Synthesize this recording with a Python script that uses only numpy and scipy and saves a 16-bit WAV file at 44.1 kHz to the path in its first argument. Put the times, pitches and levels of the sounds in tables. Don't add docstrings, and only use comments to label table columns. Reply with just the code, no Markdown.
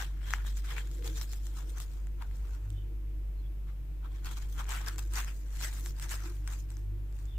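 import sys
import numpy as np
from scipy import signal
from scipy.fft import rfft, irfft, next_fast_len
from scipy.io import wavfile
from scipy.ndimage import uniform_filter1d, map_coordinates

SR = 44100
rng = np.random.default_rng(int(sys.argv[2]) if len(sys.argv) > 2 else 0)


def wav_record(signal):
    frames = np.transpose(np.atleast_2d(signal))
    bounded = np.clip(frames, -1, 1)
    quanta = np.round(bounded * 32767).astype(np.int16)
    wavfile.write(sys.argv[1], SR, quanta)


N = 325458
LAG_S = .00015


def amp(db):
    return 10 ** (np.asarray(db) / 20)


def unit(x):
    return x / np.sqrt(np.mean(x ** 2) + 1e-20)


def along(points, hz):
    point_hz, values = np.transpose(points)
    return np.interp(np.log(hz + 1), np.log(point_hz + 1), values)


def curves(rows):
    times_s, *columns = np.transpose(rows)
    return [np.interp(np.arange(N) / SR, times_s, column) for column in columns]


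def wobble(rate):
    knots = rng.standard_normal(int(N * rate / SR) + 4)
    return map_coordinates(knots, [np.arange(N) * rate / SR])


def filtered(x, response):
    m = next_fast_len(N + SR // 2)
    return irfft(rfft(x, m) * response(np.fft.rfftfreq(m, 1 / SR)), m)[..., :N]


def spread(pair, gain, alike):
    def mid_side_gain(hz):
        turn = np.arccos(np.clip(along(alike, hz), -1, 1)) / 2
        return gain(hz) * np.array([np.cos(turn), np.sin(turn)])

    mid, side = filtered(pair, mid_side_gain)
    return unit(np.array([mid + side, mid - side]))


def bursts():
    # peak_s, length_s, crumb_level_db, dryness_db (crust over crumb)
    tears = [(0, 0.058, -40, -4), (0.138, 0.17, -67.5, -2.5), (0.279, 0.1, -52, -5.5),
             (0.33, 0.056, -46, -5.5), (0.377, 0.091, -58, -20), (0.467, .066, -53, 2.5),
             (0.579, 0.047, -58, 7), (0.658, 0.031, -51.5, -1), (0.712, 0.066, -46, -6.5),
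             (0.782, .043, -46.5, -5.5), (0.852, 0.056, -60, -1), (0.953, 0.1, -64, 8),
             (1.063, 0.043, -48, 3.5), (1.177, 0.074, -55, 6.5), (1.221, 0.038, -60, 12.5),
             (1.331, 0.08, -60.5, 8.5), (1.457, 0.058, -68.5, 10.5), (1.575, 0.092, -58.5, 4),
             (1.698, .041, -64.5, 8), (1.771, .05, -57.5, 3.5), (1.812, 0.057, -60, 8),
             (1.937, 0.2, -70.5, 5), (2.221, 0.036, -55, -12), (2.36, 0.28, -71, 5),
             (2.471, .087, -63.5, -2), (2.544, 0.053, -64, 0.5), (2.643, .063, -69.5, -4),
             (2.713, 0.1, -77, 9), (3.692, 0.034, -63.5, -8), (4.048, 0.039, -62, -20),
             (4.157, 0.074, -64, -0.5), (4.267, 0.037, -48.5, 0), (4.322, 0.047, -56.5, 3.5),
             (4.375, 0.024, -53, 3.5), (4.42, 0.071, -59.5, 0.5), (4.526, 0.065, -71.5, 14),
             (4.597, 0.043, -45, -4.5), (4.723, 0.056, -39, -2), (4.784, 0.085, -47, -4),
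             (4.879, 0.038, -42.5, -4), (4.932, 0.051, -57, -2), (4.991, 0.016, -47, 3.5),
             (5.028, 0.062, -60.5, 4.5), (5.142, 0.051, -51, 2), (5.183, 0.056, -40, -0.5),
             (5.285, 0.043, -49.5, 0), (5.35, 0.079, -70.5, 11.5), (5.467, 0.16, -67.5, 2.5),
             (5.554, 0.084, -56.5, 4), (5.639, .068, -43, 3.5), (5.746, 0.048, -56, 5),
             (5.79, .095, -60.5, 10), (5.871, 0.049, -58.5, 10), (5.986, 0.055, -60, 3),
             (6.034, 0.042, -47, 1.5), (6.123, 0.043, -41, 2.5), (6.206, 0.098, -58, 1),
             (6.252, 0.083, -55, 0.5), (6.36, 0.12, -77.5, 13.5), (6.485, 0.075, -56, -1),
             (6.529, 0.05, -54, 3.5), (6.595, 0.06, -71.5, 11), (6.718, 0.057, -66, 4),
             (6.785, 0.081, -76, 8.5), (7.198, 0.18, -71.5, 5)]
    rise_share = 0.4
    power, t = np.zeros((4, N)), np.arange(N) / SR
    for s, length, crumb_db, dry_db in tears:
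        near = slice(max(round((s - .3) * SR), 0), round((s + .3) * SR))
        side_share = np.where(t[near] < s, rise_share, 1 - rise_share)
        away = np.abs(t[near] - s) / side_share / length
        over_crumb_db = np.array([-4.5 - 0.29 * dry_db, 0, dry_db, -7.5 + 1.6 * dry_db])
        power[:, near] += amp(crumb_db + over_crumb_db[:, None] - 7.4 * away ** 1.16) ** 2
    return np.sqrt(power)


def breaks(rate, size_db, life):
    sizes = amp(size_db * np.minimum(rng.exponential(size=N), 3))
    starts = (rng.random(N) < rate / SR) * sizes
    return unit(signal.lfilter([1], [1, -np.exp(-1 / (life * SR))], starts))


def patchy(pair, depth_db):
    z = signal.stft(pair, nperseg=256)[2]
    field = uniform_filter1d(rng.standard_normal(z.shape[1:]), size=2, axis=0)
    field = uniform_filter1d(field, size=9, axis=1)
    return signal.istft(z * amp(depth_db * unit(field)), nperseg=256)[1][:, :N]


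def rustle(spectrum, grain, patchy_db):
    # frequency_hz, likeness (0 to 1)
    pie_alike = [(500, 0.45), (1500, 0.25), (2800, 0.012), (15000, 0.012)]
    pair = patchy(grain * rng.standard_normal((2, N)), patchy_db)
    return spread(pair, lambda hz: amp(along(spectrum, hz)), pie_alike)


def tearing():
    # frequency_hz, relative_level_db (per Hz)
    body_colour = [(520, -21), (740, -7.5), (850, -3), (1200, -2), (1500, -1.5), (2200, -42)]
    crumb_colour = [(800, -16), (1250, -10.5), (1600, 1), (2200, -2.5), (3400, -8.5), (4500, -18)]
    crust_colour = [(2200, -25), (3200, -15), (5000, -9), (7000, -6), (8800, -7.5), (10500, -20)]
    fizz_colour = [(8500, -15), (10300, -7), (12500, -5.5), (15500, -9)]
    # frequency_hz, relative_level_db (per Hz)
    ring_colour = [(2500, -34), (3200, -2.5), (3600, -6.5), (4100, -6.5), (5200, -23.5)]
    # time_s, extra_body_db, relative_ring_db
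    tone = [(0, -0.5, -0.5), (.9, -3, 3.5), (1.7, 7, 0), (2.6, 5.5, -7), (4.1, 3.5, 4.5), (4.5, 4, 0),
            (5.4, -3, -20), (6.2, 2, -21), (7.38, 5, -13)]
    body, crumb, crust, fizz = bursts() * amp(0.69 * wobble(60))
    extra_body_db, ring_db = curves(tone)
    crumbs = breaks(70, size_db=3.5, life=0.025)
    dense = breaks(600, size_db=2.0, life=0.0014)
    ticks = breaks(41, size_db=-6.5, life=0.00073)
    ring_level = amp(ring_db - 9) * np.hypot(crumb, crust)
    ring = ring_level * rustle(ring_colour, 1.0 + dense + 1.2 * crumbs, patchy_db=4.0)
    body_grain = 1.7 + dense + 0.24 * ticks
    thick = amp(extra_body_db) * body * rustle(body_colour, body_grain, patchy_db=3.5)
    crumb_grain = 2.4 + dense + 0.23 * crumbs + 0.31 * ticks
    soft = crumb * rustle(crumb_colour, crumb_grain, patchy_db=3.0)
    crust_grain = 1.4 + dense + 0.83 * crumbs + 0.73 * ticks
    dry_crackle = crust * rustle(crust_colour, crust_grain, patchy_db=4.5)
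    fizz_grain = 1.5 + dense + 0.48 * crumbs + 0.5 * ticks
    bright = fizz * rustle(fizz_colour, fizz_grain, patchy_db=3.5)
    return ring + thick + soft + dry_crackle + bright


def pops():
    # lowest_hz, highest_hz
    low_hz, high_hz = [1200, 9000]
    pops_per_s, life_cycles = 60, 2
    when, note, size, side = rng.random((int(pops_per_s * N / SR), 4)).T
    start = (when * N).astype(int)
    pitch_hz = low_hz * (high_hz / low_hz) ** note
    t = np.arange(SR // 200) / SR
    tear_level = uniform_filter1d(np.hypot(*bursts()[1:3]), size=SR // 20)[start]
    level = tear_level * amp(6.5 - 3 * np.log(size + .01))
    turns = pitch_hz[:, None] * t
    grains = level[:, None] * np.sin(2 * np.pi * turns) * np.exp(-3 * turns / life_cycles)
    late = np.round((side - .5) * 2 * LAG_S * SR).astype(int)

    def port(sign):
        places = np.abs(start + sign * late)[:, None] + np.arange(len(t))
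        return np.bincount(places.ravel(), grains.ravel(), N + SR)[:N]

    return np.array([port(1), port(-1)])


def room():
    # centre_hz, width_hz
    modes_hz = [
        [(305, 25), (345, 19.7)],
        [(462, 63)],
    ]
    rest_db = [-65.5, -76.5]
    # peak_s, length_s, lower_rise_db, upper_rise_db
    swells = [(.76, 0.15, 3.5, 17), (1.055, 0.29, 18.5, 20), (1.688, 0.26, 5.5, 10), (2.85, 0.6, 5.5, 3),
              (4.404, 0.26, 4.5, -1), (5.09, 0.59, 5.5, 6), (5.83, 0.17, 6, 5), (6.286, 0.13, 11.5, 8),
              (6.953, 0.36, 5.5, 2)]
    # time_s, level_db
    traffic = [(0, -54.5), (1.2, -52), (2.4, -53.5), (3.5, -55.5), (4.7, -51.5), (6, -54.5), (7.38, -55)]
    # frequency_hz, relative_level_db (per Hz)
    rumble_colour = [(22, -3), (40, -24), (64, -3), (85, -6.5), (120, -9.5), (139, 0.5), (160, -14),
                     (200, -22.5), (260, -31.5), (340, -37), (450, -37.5), (900, -34), (1500, -80)]
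    hiss_colour = [(350, -1.5), (600, -9), (823, -12.5), (1310, -14.5), (2610, -15), (2800, -17),
                   (3890, -21), (4160, -23), (7020, -23.5), (14100, -20), (16000, -20.5)]
    # frequency_hz, likeness (0 to 1)
    room_alike = [(60, 0.33), (130, 0.64), (300, 0.6), (600, 0.24), (1300, 0.016), (15000, 0.018)]

    def noise(gain):
        return spread(rng.standard_normal((2, N)), gain, room_alike)

    def resonance(modes):
        return lambda f: sum(1 / (1 + (2 * (f - hz) / width) ** 2) for hz, width in modes)

    t = np.arange(N) / SR
    swells_db = np.zeros((2, N))
    for s, length, *rise_db in swells:
        swells_db += np.array(rise_db)[:, None] * np.exp(-(2 * (t - s) / length) ** 2)
    drone = 0
    for modes, db, swell_db in zip(modes_hz, rest_db, swells_db):
        drone = drone + amp(db + swell_db + 1.6 * wobble(3.7)) * noise(resonance(modes))
    rumble_level = amp(curves(traffic)[0] + 1.2 * wobble(3.14))
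    rumble = rumble_level * noise(lambda f: amp(along(rumble_colour, f)))
    hiss = amp(-61.5) * noise(lambda f: amp(along(hiss_colour, f)))
    return drone + rumble + hiss


def hum():
    tones_hz = [49.38, 99.9, 58.5]
    # time_s, level_db
    motor = [(0, -36), (.35, -34.5), (.88, -36), (1.2, -35.5), (1.95, -37), (2.3, -36), (3, -37),
             (3.3, -35), (3.7, -37), (4.7, -35), (5.4, -36), (7.38, -37)]
    buzz = [(0, -64), (.9, -62), (1.1, -52.5), (2, -70), (2.3, -52), (2.55, -61), (2.68, -44), (3.3, -59),
            (4.8, -57), (4.97, -47), (5.24, -55), (5.36, -68), (5.8, -52.5), (6.7, -50.5), (7, -48),
            (7.38, -50)]
    neighbour = [(0, -63), (1.05, -68), (1.2, -47), (1.35, -63), (2.05, -72), (2.3, -46), (2.8, -52),
                 (3, -56), (4.5, -58), (6.7, -82), (7.38, -37.5)]
    levels_db = curves(motor) + curves(buzz) + curves(neighbour)
    out = np.zeros(N)
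    for hz, db, waver_db in zip(tones_hz, levels_db, [.9, 2.5, 1.2]):
        level = np.sqrt(2) * amp(db + waver_db * wobble(8.7))
        pitch = hz * (1 + 0.0046 * wobble(6.1))
        out += level * np.sin(2 * np.pi * np.cumsum(pitch) / SR)
    return out


def snaps():
    # start_s, relative_crack_db, crack_pitch_hz, relative_knock_db
    snap_rows = [(.2166, -62, 4200, -42.5), (0.307, -36, 6800, -31.5), (0.3366, -29, 5870, -12.5),
                 (.5714, -43, 6300, -46), (.7677, -50, 5180, -32), (.782, -49, 7420, -28.5),
                 (0.8733, -49, 6810, -45), (.914, -41.5, 7400, -65), (1.046, -42, 5620, -52),
                 (1.077, -39, 3930, -49), (1.2136, -31, 5800, -56), (1.2965, -50, 7190, -61),
                 (1.3336, -33.5, 7250, -62), (1.468, -38, 7160, -69), (1.7835, -39, 7750, -50),
                 (1.8019, -33.5, 7240, -67), (1.915, -54, 4000, -62), (1.94, -53, 7000, -60),
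                 (2.0705, -51, 7310, -47), (2.222, -45, 4400, -36), (2.3123, -60, 4290, -47),
                 (2.368, -51.5, 8200, -72), (2.7032, -45, 8250, -66), (4.2464, -38.5, 6800, -63),
                 (4.371, -42, 6950, -56), (4.581, -45, 6800, -42), (4.643, -44, 7000, -56),
                 (4.6919, -31, 8200, -38), (4.7277, -44, 6800, -32), (4.763, -36, 8240, -40),
                 (4.8628, -39, 5310, -42), (4.8839, -27, 5250, -40), (4.9597, -44, 7800, -57),
                 (4.9824, -33.5, 7160, -48), (5.1365, -31.5, 8600, -47), (5.1562, -29, 5260, -36),
                 (5.246, -35.5, 6560, -46), (5.562, -44, 8000, -60), (5.732, -58, 4000, -46),
                 (5.8394, -47, 8250, -59), (5.8608, -33.5, 7500, -62), (5.998, -36.5, 7750, -50),
                 (6.0254, -33.5, 7930, -51), (6.114, -36.5, 7800, -33), (6.205, -46, 6500, -60),
                 (6.258, -60, 4000, -43), (6.268, -60, 4000, -45), (6.2981, -43, 8460, -58),
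                 (6.476, -32.5, 8250, -36.5), (6.704, -44.5, 8440, -59), (6.7691, -47, 6300, -50),
                 (7.126, -56, 7400, -58), (7.189, -50, 7500, -50), (7.255, -51, 7250, -69)]
    knock_left_db, crack_left_db, scatter_db = 8.5, 2.5, -0.5
    out, t = np.zeros((2, N + SR)), np.arange(SR // 40) / SR
    sides = np.array([[.5], [-.5]])
    for s, crack_db, crack_hz, knock_db in snap_rows:
        note, lean, turn = rng.standard_normal(3)
        knock_hz = 1660 * np.exp(0.072 * note)
        knock_level = amp(knock_db + 4.5 - 60 * t / 0.0031) * (1 - np.exp(-t / 0.00017))
        knock = np.sin(2 * np.pi * knock_hz * t) * knock_level
        ring = np.sin(2 * np.pi * crack_hz * (t + sides * LAG_S * turn))
        spit = uniform_filter1d(rng.standard_normal(len(t)), size=2)
        spit = np.array([spit, np.roll(spit, round(LAG_S * turn * SR))])
        crack = amp(crack_db - 2.5 - 60 * t / 0.0066) * (1.6 * ring + 1.3 * spit)
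        crack += amp(crack_db - 18 - 60 * t / 0.066) * spit
        both = knock * amp(sides * knock_left_db) + crack * amp(sides * crack_left_db)
        start = round(s * SR)
        out[:, start:start + len(t)] += both * amp(sides * scatter_db * lean)
    return signal.sosfilt(signal.butter(5, 800, "high", fs=SR, output="sos"), out[:, :N])


def bird():
    # start_s, length_s, start_pitch_hz, glide_hz_per_s, relative_level_db
    chirps = [(2.718, 0.16, 3070, -300, -67), (2.73, .11, 3550, -300, -67), (3.36, 0.074, 4200, -2000, -74),
              (3.42, 0.068, 3400, 0, -67), (7.257, .13, 3520, 200, -63.5),
              (7.307, 0.098, 3450, -10000, -64)]
    out, t = np.zeros((2, N)), np.arange(N) / SR
    for s, length, hz, glide, db in chirps:
        flutter = np.array([wobble(300), wobble(300)])
        waver = np.array([wobble(300), wobble(300)])
        through = np.clip((t - s) / length, 0, 1)
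        pitch = hz + glide * length * through + 60 * waver
        level = amp(db) * np.sin(np.pi * through) ** .6 * (.7 + 0.78 * flutter)
        out += level * np.sin(2 * np.pi * np.cumsum(pitch, axis=1) / SR)
    return out


def scene():
    # frequency_hz, difference_db
    left_lean = [(60, 12.5), (180, -1.5), (550, 4.5), (1650, 3.5), (4970, 2.5), (15000, 0)]
    leaning = tearing() + pops() + room()
    leaning = filtered(leaning, lambda hz: amp(along(left_lean, hz) * np.array([[.5], [-.5]])))
    return leaning + snaps() + hum() + bird()


def record(dry):
    top_hz = 15700

    def response(hz):
        dip = amp(-7 / (1 + ((hz - 9500) / 500) ** 2))
        return dip * np.clip((top_hz + 300 - hz) / 600, 0, 1) ** 2

    return filtered(dry, response)


dry = scene()
out = record(dry)
wav_record(out)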